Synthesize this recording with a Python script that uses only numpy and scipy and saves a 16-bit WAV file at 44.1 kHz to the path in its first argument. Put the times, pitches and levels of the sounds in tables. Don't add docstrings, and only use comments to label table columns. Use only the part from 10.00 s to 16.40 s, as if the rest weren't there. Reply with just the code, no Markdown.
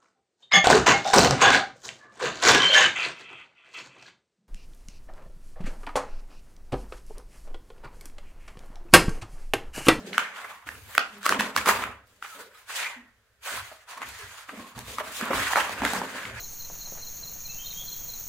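import sys
import numpy as np
from scipy import signal
from scipy.fft import rfft, irfft, next_fast_len
from scipy.io import wavfile
from scipy.ndimage import uniform_filter1d, map_coordinates

SR = 44100
rng = np.random.default_rng(int(sys.argv[2]) if len(sys.argv) > 2 else 0)


def put_to_file(sound):
    columns = np.atleast_2d(sound).T
    safe = np.clip(columns, -1, 1)
    whole_steps = np.round(safe * 32767)
    wavfile.write(sys.argv[1], SR, whole_steps.astype(np.int16))


def invert_db(x):
    u = np.asarray(x, float) / 20
    return 10 ** u


N = 282240
CLOCK = np.arange(N) / SR
FAINT_KNOCK_DB = -36


def unit(x):
    return x / np.sqrt(np.mean(x ** 2) + 1e-20)


def along(points, hz):
    f, v = np.transpose(points)
    return np.interp(np.log(hz + 1), np.log(f + 1), v)


def wobble(rate):
    knots = rng.standard_normal(int(N * rate / SR) + 4)
    return map_coordinates(knots, [np.arange(N) * rate / SR])


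def filtered(x, response):
    m = next_fast_len(N + 8192)
    return irfft(rfft(x, m) * response(np.fft.rfftfreq(m, 1 / SR)), m)[..., :N]


def rub(spectrum, grain_share, per_second, spread_db, patchy_db):
    # hz, likeness
    likeness = [(60, 0.87), (180, 0.957), (550, 0.885), (1200, 0.925), (2500, 0.1), (5000, 0.055),
                (15000, 0.52)]
    z = signal.stft(rng.standard_normal((2, N)), nperseg=256)[2]
    field = uniform_filter1d(rng.standard_normal(z.shape[1:]), size=4, axis=0)
    field = uniform_filter1d(field, size=12, axis=1)
    noise = unit(signal.istft(z * invert_db(patchy_db * unit(field)), nperseg=256)[1][:, :N])

    slipping = rng.random(N) < per_second / SR
    size_db = spread_db * np.minimum(rng.exponential(size=N), 3)
    push = np.clip(rng.standard_normal((2, N)), -2, 2)
    slips = unit(slipping * invert_db(size_db) * push)

    share = np.clip(grain_share, 0, 1)
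    pair = np.sqrt(1 - share) * noise + np.sqrt(share) * slips

    def body(hz):
        turn = np.arccos(np.clip(along(likeness, hz), -1, 1)) / 2
        return invert_db(along(spectrum, hz)) * [np.cos(turn), np.sin(turn)]

    mid, side = filtered(pair, body)
    return unit(np.array([mid + side, mid - side]))


def strokes(s, length, db, rise, fall, fade_db=0):
    steepens = 7000
    t = np.arange(0, N / SR + .004, .002)[:, None]
    held = fade_db * np.clip((t - s) / (np.abs(length) + 1e-3), 0, 1)
    early = np.maximum(s - t, 0)
    late = np.maximum(t - s - length, 0)
    level = db + held - (rise + steepens * early) * early - fall * late
    return np.interp(CLOCK, t[:, 0], np.sqrt(np.sum(invert_db(2 * level), axis=1)))


def quiet_room():
    # hz, level_db (per Hz)
    air_colour = [(15, -32), (25, -3.5), (44, -18), (108, -16.5), (142, -27.5), (191, -19.5), (338, -27.5),
                  (431, -14.5), (921, -24), (1630, -14.5), (2250, -21.5), (15000, -35), (16300, -40)]
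    return invert_db(-69.5) * rub(air_colour, grain_share=0, per_second=500, spread_db=0, patchy_db=0)


def groans():
    # start_s, length_s, start_hz, end_hz, level_db
    groan_list = [(0, .04, 205, 190, -47), (.05, .045, 390, 500, -52), (.105, .05, 215, 200, -50),
                  (4.74, .05, 1130, 1150, -58), (4.76, .035, 110, 130, -46), (5.558, .022, 3950, 4050, -43),
                  (.54, .08, 1030, 1020, -56), (1.315, .03, 430, 400, -35), (1.355, .035, 260, 250, -35),
                  (4.6, .13, 1100, 1000, -60), (2.55, .035, 4200, 3800, -62), (2.545, .04, 1300, 1300, -57),
                  (0, 0.2, 190.1, 204.1, -51), (0.036, 0.072, 202.4, 210.4, -42.5),
                  (2.345, 0.068, 293, 306, -59.5), (2.345, .074, 579.2, 612, -52),
                  (2.37, 0.154, 430.5, 463, -54.5), (2.44, 0.124, 599, 567, -62.5),
                  (2.959, 0.086, 253, 246, -53.5), (4.188, 0.078, 428.9, 406.4, -54.5),
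                  (4.51, 0.135, 270.6, 220.6, -52), (1.1, 0.14, 201.3, 218.5, -54.5),
                  (2.26, 0.175, 1400, 1400, -49), (2.82, 0.1, 1980, 1960, -44),
                  (2.9, 0.27, 2000, 1906, -65), (.992, .07, 3050, 2500, -46),
                  (2.825, 0.065, 2282, 2270, -39)]
    # pitch_hz, level_db
    buzz = [(200, -6), (250, -22.5), (2000, -26)]
    out = np.zeros(N)
    flutter, throb = 1 + .06 * wobble(80), invert_db(4 * wobble(60))
    for s, length, from_hz, to_hz, db in groan_list:
        part = slice(round(s * SR), round((s + length) * SR))
        u = np.clip((CLOCK[part] - s) / length, 0, 1)
        hz = (from_hz + (to_hz - from_hz) * u) * flutter[part]
        turns = 2 * np.pi * np.cumsum(hz) / SR
        tone = np.sin(turns) + invert_db(along(buzz, from_hz)) * np.sin(2 * turns)
        out[part] += invert_db(db + 5.5) * np.sin(np.pi * u ** 0.609) ** 2 * tone
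    return out * throb


def pull(bright, quicker):
    # start_s, board_db, hiss_above_board_db, time_to_die_by_20_db_s
    tug_list = [(0, -55, -0.5, 0.5), (0.072, -51.5, 3.5, 0.2449), (.14, -40, -6.5, 0.3),
                (.19, -33.5, -7.5, 0.15), (.23, -39.5, -24, 0.2031), (.68, -46.5, -4, 0.1551),
                (.98, -48, -6, 0.72), (1.3, -46.5, 7.5, 0.08), (1.37, -33, -28.5, 0.0018),
                (1.412, -46, 10, 0.1418), (1.572, -38, 0, 0.21), (1.692, -24, -2.5, 0.0655),
                (2.07, -70.5, 3.5, 2.06), (2.765, -51.5, 18.5, 0.1733), (3.912, -41, -3.5, 0.06),
                (4.03, -37.5, -8, 0.0651), (4.788, -52, 2, 0.1), (5.003, -31, -10, 0.0285),
                (5.17, -49, 12, 0.0856), (5.218, -35.5, -8, 0.4), (5.583, -25.5, -8.5, 0.1353),
                (5.785, -36, -9, 0.34), (5.853, -28, -5, 0.0533)]
    # start_s, length_s, board_db, hiss_above_board_db, fade_over_stroke_db
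    slide_list = [(0.365, 0.2182, -41, -9, -9), (0.716, 0.136, -57.5, 1.5, 0),
                  (0.871, 0.089, -56, -1.5, 11.5), (1.036, 0.149, -59.5, -2, 1),
                  (1.239, 0.0687, -44.5, 1, 8), (1.411, 0.074, -35.5, -11.5, -3.5),
                  (1.738, 0.0943, -35, -10, -1.5), (2.232, 0.1784, -51.5, -0.5, 1.5),
                  (2.548, 0.097, -57, -3, -4.5), (2.701, 0.0936, -44.5, 0, 7),
                  (2.786, 0.0764, -38, -6.5, 1), (3.461, 0.1113, -38, -1.5, -0.5),
                  (3.614, 0.19, -49.5, -1.5, -8.5), (4.065, 0.1474, -46.5, 1, -3.5),
                  (4.198, 0.2155, -52.5, 0, 2.5), (4.489, 0.2047, -49, -3.5, -3), (4.875, 0.062, -50, 4, 4),
                  (5.042, 0.15, -43.5, -4, -1.5), (5.36, 0.165, -32.5, -5, 1.5),
                  (5.603, 0.1217, -38.5, -2.5, -2), (5.879, 0.086, -36, -2, 1),
                  (6.034, 0.141, -42.5, -5, 2), (6.187, 0.115, -41, -5.5, -3), (6.349, .05, -44, -5.5, 0.5),
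                  (1.672, .035, -35, 0, 2), (2.69, .02, -50, 3, 0), (3.895, .06, -48, -3, -3),
                  (3.985, .03, -52, -6, 0), (4.755, .015, -53, -4, 0), (4.8, .07, -54, 0, -2),
                  (5.125, .07, -52, 8, 0), (5.34, .05, -38, 0, 0), (5.562, .03, -36, -3, 0),
                  (3.448, .015, -46, 3, 0), (.28, .07, -46, -14, -2), (5.26, .04, -38, -14, 0)]
    s, db, over_db, dies = np.transpose(tug_list)
    tugs = strokes(s, 0, db + bright * over_db, rise=449.5, fall=quicker * 20 / dies)
    s, length, db, over_db, fade_db = np.transpose(slide_list)
    slides = strokes(s, length, db + bright * over_db, rise=521.5, fall=quicker * 131, fade_db=fade_db)
    return np.hypot(slides, tugs)


def bent(x, peak_hz, boost_db, octaves):
    hz, t, z = signal.stft(x, SR, nperseg=512)
    centre = np.interp(t, CLOCK, peak_hz)
    bump = np.exp(-(np.log2((hz[:, None] + 1) / centre) / octaves) ** 2)
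    return unit(signal.istft(z * invert_db(boost_db * bump), SR, nperseg=512)[1][:, :N])


def board_scrape():
    # hz, level_db (per Hz)
    board_colour = [(250, -47), (400, -14), (600, -7.5), (800, -5), (980, -1.5), (1190, -3.5), (1400, -3),
                    (1800, -2), (2400, -3.5), (3500, -12), (5300, -34), (9000, -38.5), (16000, -73)]
    # time_s, note_hz
    flap_note = [(0, 1900), (.3, 1400), (.6, 1030), (.9, 1650), (1.6, 1350), (1.75, 1000), (2.3, 1400),
                 (2.75, 1550), (2.86, 2000), (3.5, 1500), (4.0, 1120), (4.17, 1850), (4.5, 1180),
                 (4.72, 1000), (4.95, 1130), (5.5, 1450), (5.6, 1700), (6.4, 1500)]
    # time_s, resonance_hz
    fold = [(0, 1550), (.2, 1750), (.6, 1200), (.85, 1650), (1.69, 1100), (2.6, 1450), (2.87, 2050),
            (3.9, 1200), (4.201, 1600), (4.75, 1050), (5.47, 1430), (5.56, 1150), (5.7, 1400), (6.4, 1600)]
    shake = rub(board_colour, grain_share=0.29, per_second=1500, spread_db=0.5, patchy_db=3.0)
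    shake = bent(shake, np.interp(CLOCK, *np.transpose(flap_note)), boost_db=2.6, octaves=0.16)
    return bent(shake, np.interp(CLOCK, *np.transpose(fold)), boost_db=4.0, octaves=0.53)


def polished(x):
    # time_s, tilt_db_per_octave
    gloss = [(0, -4), (.3, -4), (.5, 2), (.93, 8), (1.0, -3), (1.5, -2), (1.7, 4), (2.05, 1), (2.45, 4),
             (2.62, 4), (2.75, -3), (3.05, -3), (3.5, 2), (3.95, -1), (4.5, -1), (5.05, 2), (5.5, 0),
             (6.4, -3)]
    pivot_hz = 7000
    hz, t, z = signal.stft(x, SR, nperseg=512)
    octaves = np.log2(np.maximum(hz, pivot_hz) / pivot_hz)[:, None]
    tilt_db = octaves * np.interp(t, *np.transpose(gloss))
    return signal.istft(z * invert_db(tilt_db), SR, nperseg=512)[1][:, :N]


def surface_hiss():
    # hz, level_db (per Hz)
    hiss_colour = [(700, -60.5), (1500, -17), (2500, -4.5), (3500, -5.5), (4800, -7), (5500, -11),
                   (6700, -7.5), (9000, -11.5), (15000, -18), (16300, -22)]
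    return polished(rub(hiss_colour, grain_share=0.08, per_second=1400, spread_db=5.5, patchy_db=1.86))


def sheet_boom(force):
    # start_s, length_s, level_db
    flap_list = [(0, 0.015, -42.5), (0.061, 0.011, -38.5), (.09, 0.12, -45.5), (0.298, 0.266, -61),
                 (0.69, 0.098, -52.5), (.87, .01, -54.5), (0.99, 0.012, -42), (1.149, 0.0072, -53.5),
                 (1.307, 0.015, -26), (1.365, .11, -33.5), (1.574, 0.0074, -32.5), (1.681, 0.0072, -25.5),
                 (1.753, 0.122, -39), (2.375, 0.044, -51.5), (2.0, .2, -65), (3.531, 0.0083, -45),
                 (3.725, 0.0077, -59.5), (3.996, 0.087, -51), (4.248, .01, -51), (4.537, 0.0776, -43.5),
                 (4.66, 0.052, -55), (4.784, .01, -45), (4.888, 0.053, -43), (5.046, 0.071, -46.5),
                 (5.213, 0.048, -35), (5.307, 0.0916, -32), (5.581, 0.24, -41.5), (5.834, 0.0107, -25),
                 (5.942, 0.09, -31.5), (6.076, 0.254, -41.5)]
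    # hz, level_db (per Hz)
    sheet_colour = [(88, -41), (150, -12), (193, 0), (300, -1.5), (333, -12), (423, 1), (457, -4.5),
                    (515, 0.5), (556, -4.5), (617, -2), (800, -9), (1040, -36), (1760, -120)]
    flap = strokes(*np.transpose(flap_list), rise=300.5, fall=218)
    flap = np.hypot(flap, invert_db(-22.5) * force)
    boom = rub(sheet_colour, grain_share=0.2, per_second=200, spread_db=6.0, patchy_db=-0.5)
    return flap * invert_db(-7.5 + 0.35 * wobble(22)) * boom


def floor_thud():
    # start_s, length_s, level_db
    paw_list = [(0, 0.006, -60), (0.672, 0.189, -55.5), (1.3, 0.098, -57), (1.578, 0.0124, -50),
                (1.696, 0.117, -51), (1.852, 0.075, -52.5), (3.555, 0.057, -54), (4.061, 0.017, -52),
                (4.23, 0.0096, -56.5), (4.59, 0.0175, -62.5), (4.779, 0.0093, -47.5), (4.88, 0.0094, -49),
                (5.04, .25, -65), (5.355, 0.04, -43.5), (5.5, 0.3, -57.5), (5.815, 0.0074, -42),
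                (5.958, .01, -51.5), (6.089, 0.034, -59.5), (6.278, 0.118, -48.5)]
    # hz, level_db (per Hz)
    floor_colour = [(12, -46.5), (25, -21), (45, -11), (68, 0.5), (80, -6.5), (100, 2), (125, -6.5),
                    (150, -20.5), (220, -47.5), (400, -100)]
    land = strokes(*np.transpose(paw_list), rise=350.5, fall=160)
    land = np.hypot(land, invert_db(-74.5))
    thud = rub(floor_colour, grain_share=0.12, per_second=51, spread_db=2.0, patchy_db=1.29)
    return land * invert_db(1.1 * wobble(11)) * thud


def drag():
    force = pull(bright=0, quicker=1)
    jerk = invert_db(1.3 * wobble(60))
    board = force * jerk * board_scrape()
    hiss = pull(bright=1, quicker=1.43) * jerk * surface_hiss()
    return board + hiss + sheet_boom(force) + floor_thud()


def snaps(events, tear_s, gain_db, swing, left_db):
    scatter_db = 1.5
    out, t = np.zeros((2, N + SR)), np.arange(2048) / SR
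    f = np.fft.rfftfreq(len(t), 1 / SR)

    def mode(hz, width):
        return 1j * f * width / (hz * hz - f * f + 1j * f * width)

    def peak_one(x):
        return x / np.abs(x).max()

    swell = (t / tear_s) ** 2 * np.exp(-t / tear_s)
    treble = mode(5000, 9000) * mode(4000, 7000)
    dice = rng.random((len(events), 3))
    grit = rng.standard_normal((len(events), 3, len(t)))
    for (s, db, hz, crack_db, knock_db), d, g in zip(events, dice, grit):
        tear = rfft(g * swell)
        ripple = rfft(swing * np.sin(2 * np.pi * (hz * t + d[1])) * swell)
        body = mode(hz, .75 * hz) * mode(hz, 1.8 * hz) - invert_db(-5) * mode(1.9 * hz, 1.3 * hz) ** 2
        ring = peak_one(irfft((ripple + tear[0] + 0.41 * tear[1:]) * body))
        crack = peak_one(irfft((1.1 * tear[0] + tear[1:]) * treble))
        knock_swell = invert_db(-60 * t / 0.043) * (1 - np.exp(-t / 0.0046))
        knock = knock_swell * np.sin(2 * np.pi * (220 + 90 * d[0]) * t)
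        snap = ring + invert_db(crack_db + 6.0) * crack + invert_db(knock_db + 6.11) * knock
        pan_db = left_db + scatter_db * (2 * d[2] - 1)
        start = max(round((s - .8 * tear_s) * SR), 0)
        out[:, start:start + len(t)] += invert_db(db + gain_db) * snap * invert_db([[pan_db / 2], [-pan_db / 2]])
    return out[:, :N]


def pinned_snaps():
    # time_s, peak_db, board_pitch_hz, crack_above_peak_db
    snap_list = [(0.131, -22, 2225, -30.5), (0.18, -4.5, 1460, -18), (0.689, -22.5, 1700, -17),
                 (0.951, -19.5, 1513, -15.5), (0.979, -3, 1400, -16), (1.23, -31, 1466, -7.5),
                 (1.263, -7, 1196, -15), (1.292, -9.5, 1440, -9.5), (1.323, -10.5, 1239, -33),
                 (1.345, -20, 1500, -19), (1.407, -12.5, 983, -10.5), (1.563, -7, 1112, -12),
                 (1.659, -15, 1248, -12), (1.678, -11.5, 1270, -11), (1.688, -10, 875, -8),
                 (1.838, -14.5, 1325, -21), (2.225, -24.5, 1387, -21.5), (2.261, -32, 1670, -20)]
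    events = np.insert(snap_list, 4, FAINT_KNOCK_DB, axis=1)
    return snaps(events, tear_s=.0007, gain_db=2.0, swing=0.37, left_db=0.3)


def fibre_crackles():
    # time_s, peak_db, board_pitch_hz, crack_above_peak_db
    crackle_list = [(0.144, -25, 1550, -22), (0.194, -16, 1600, -20), (0.389, -28, 1340, -24),
                    (0.752, -36, 1500, -21), (0.993, -23, 2860, -20), (1.279, -19, 1600, -20),
                    (1.331, -18, 1880, -25), (1.398, -13, 1500, -21), (1.418, -20, 1770, -19),
                    (1.444, -23, 1730, -20), (1.55, -28, 1440, -26), (1.612, -21, 1480, -23),
                    (1.663, -12, 1220, -23), (1.672, -13, 910, -17), (1.683, -8, 1360, -15),
                    (1.692, -8, 1240, -19), (1.71, -17, 1800, -14), (1.749, -20, 1500, -24),
                    (1.926, -36, 1370, -30), (2.247, -30, 1440, -26), (2.573, -43, 1310, -16),
                    (2.844, -21, 2270, -19), (3.481, -25, 1410, -21), (3.527, -26, 1540, -16),
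                    (3.565, -27, 1400, -11), (4.023, -27, 1050, -24), (4.03, -28, 1240, -21),
                    (4.07, -33, 1660, -14), (4.492, -28, 1140, -28), (4.784, -34, 945, -15),
                    (4.864, -38, 1140, -10), (4.899, -33, 2400, -10), (5.337, -18, 1080, -23),
                    (5.379, -18, 1120, -19), (5.469, -19, 1880, -23), (5.567, -9, 915, -27),
                    (5.579, -13, 942, -25), (5.585, -14, 1000, -25), (5.777, -26, 1480, -23),
                    (5.824, -21, 1680, -20), (5.835, -17, 754, -23), (5.865, -18, 1500, -22),
                    (5.969, -20, 1170, -20), (6.181, -27, 1410, -21), (6.252, -23, 2160, -23),
                    (6.297, -29, 1410, -24)]
    events = np.insert(crackle_list, 4, FAINT_KNOCK_DB, axis=1)
    return snaps(events, tear_s=.0009, gain_db=-1.5, swing=0.3, left_db=-.3)


def soft_bites():
    # time_s, peak_db, board_pitch_hz, crack_above_peak_db, knock_above_peak_db
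    bite_list = [(0.381, -28, 1422, -25.5, -34.5), (0.443, -24, 1050, -22.5, -40),
                 (0.668, -28.5, 1487, -16.5, -11.5), (1.255, -14, 1139, -10.5, -32.5),
                 (1.393, -11.5, 1723, -16, -9), (1.574, -11.5, 1685, -11.5, -19.5),
                 (1.789, -22, 983, -20.5, -11.5), (1.822, -20, 1293, -30.5, -19.5),
                 (2.242, -28.5, 1348, -30, -34.5), (2.694, -29, 1096, -12.5, -27.5),
                 (2.827, -21, 2239, -17.5, -32.5), (3.715, -33.5, 625, -24.5, -51.5),
                 (3.973, -28.5, 1084, -14, -23.5), (4.489, -25, 1232, -34, -19),
                 (4.594, -30.5, 1056, -15.5, -9.5), (4.776, -32, 944, -8, -4),
                 (5.003, -23, 611, -28.5, -23), (5.227, -26, 1522, -27, 5.5),
                 (5.305, -13, 538.6, -23.5, -11.5), (5.57, -8.5, 864.2, -18.5, -23),
                 (5.601, -14.5, 1596, -16.5, -18), (5.95, -17.5, 1066, -23, -14.5),
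                 (6.25, -30, 2098, -24, -25.5)]
    return snaps(bite_list, tear_s=0.0034, gain_db=-2.5, swing=0.25, left_db=-0.97)


def tape_ticks():
    # time_s, peak_db, pitch_hz
    tick_list = [(0.6414, -54, 8060), (0.9502, -24, 11500), (1.1827, -43, 12000), (1.1964, -50, 10100),
                 (1.2104, -46, 11000), (2.0717, -51, 11000), (2.0774, -52, 11000), (2.0964, -59, 11000),
                 (2.5724, -51, 12400), (3.0784, -61, 11000), (3.4534, -30, 9000), (3.5694, -28, 10400),
                 (3.7324, -45, 12000), (3.909, -39, 9390), (4.0885, -34, 7730), (4.1894, -34, 9000),
                 (4.7905, -29, 10400), (5.0654, -38, 11000), (5.1228, -34, 11000), (5.254, -33, 8070)]
    events = [(*row, -12, -60) for row in tick_list]
    return snaps(events, tear_s=.0004, gain_db=-0.2, swing=0.05, left_db=-1.5)


def shaken_snaps():
    # time_s, peak_db, board_pitch_hz, crack_above_peak_db, knock_above_peak_db
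    shake_list = [(4.017, -25, 1206, -18, -21.5), (4.79, -36, 943, -1.5, -12.5),
                  (4.984, -15.5, 1150, -19, -27.5), (5.211, -21, 875, -11, -13.5),
                  (5.332, -15, 1060, -40, -19), (5.533, -11, 966, -24, -34),
                  (5.557, -10, 989, -21.5, -26.5), (5.694, -24, 681, -11.5, -31),
                  (5.819, -18.5, 900, -20.5, -10), (5.85, -11.5, 2000, -13, -17.5),
                  (5.934, -19, 833, -10, -8.5), (6.016, -19.5, 883, -23, -13)]
    return snaps(shake_list, tear_s=.0007, gain_db=2.0, swing=0.297, left_db=0.0)


def room(x):
    # hz, t60_s
    decay = [(150, .5), (1500, 0.2655), (5000, 0.26), (14000, 0.11)]
    out, step = np.zeros((2, N + 2 * SR)), SR // 3
    high_pass = signal.butter(1, 1500, "high", fs=SR)
    for a in range(0, N, step):
        hz, t, z = signal.stft(rng.standard_normal((2, SR // 2)), SR, nperseg=256)
        dying = invert_db(-60 * t / along(decay, hz)[:, None])
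        tail = signal.istft(z * dying, SR, nperseg=256)[1]
        tail = tail[0] + signal.lfilter(*high_pass, tail[1]) * [[1], [-1]]
        wet = signal.fftconvolve(x[None, a:a + step], tail / np.linalg.norm(tail[0]), axes=1)
        out[:, a + 420:a + 420 + wet.shape[1]] += wet
    return out[:, :N]


def scene():
    air, hum, slide = quiet_room(), groans(), drag()
    tears = pinned_snaps() + fibre_crackles() + soft_bites() + tape_ticks() + shaken_snaps()
    walls = room(invert_db(-7.5) * tears.mean(0) + invert_db(-10) * slide.mean(0) + invert_db(-6.0) * hum)
    return tears + invert_db(1.5) * slide + hum + walls + air


def low_pass(x):
    return signal.sosfilt(signal.butter(12, 16450, fs=SR, output="sos"), x)


def record(dry):
    # hz, left_over_right_db
    tilt = [(60, 0.5), (180, -1), (550, -0.5), (1650, -1.5), (4970, 1), (15000, -3)]

    def ports(hz):
        roll_db = -np.clip(.12 * (hz - 15800), 0, 90)
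        return invert_db(np.outer([.5, -.5], along(tilt, hz)) + roll_db)

    return low_pass(filtered(dry, ports))


dry = scene()
out = record(dry)
put_to_file(out)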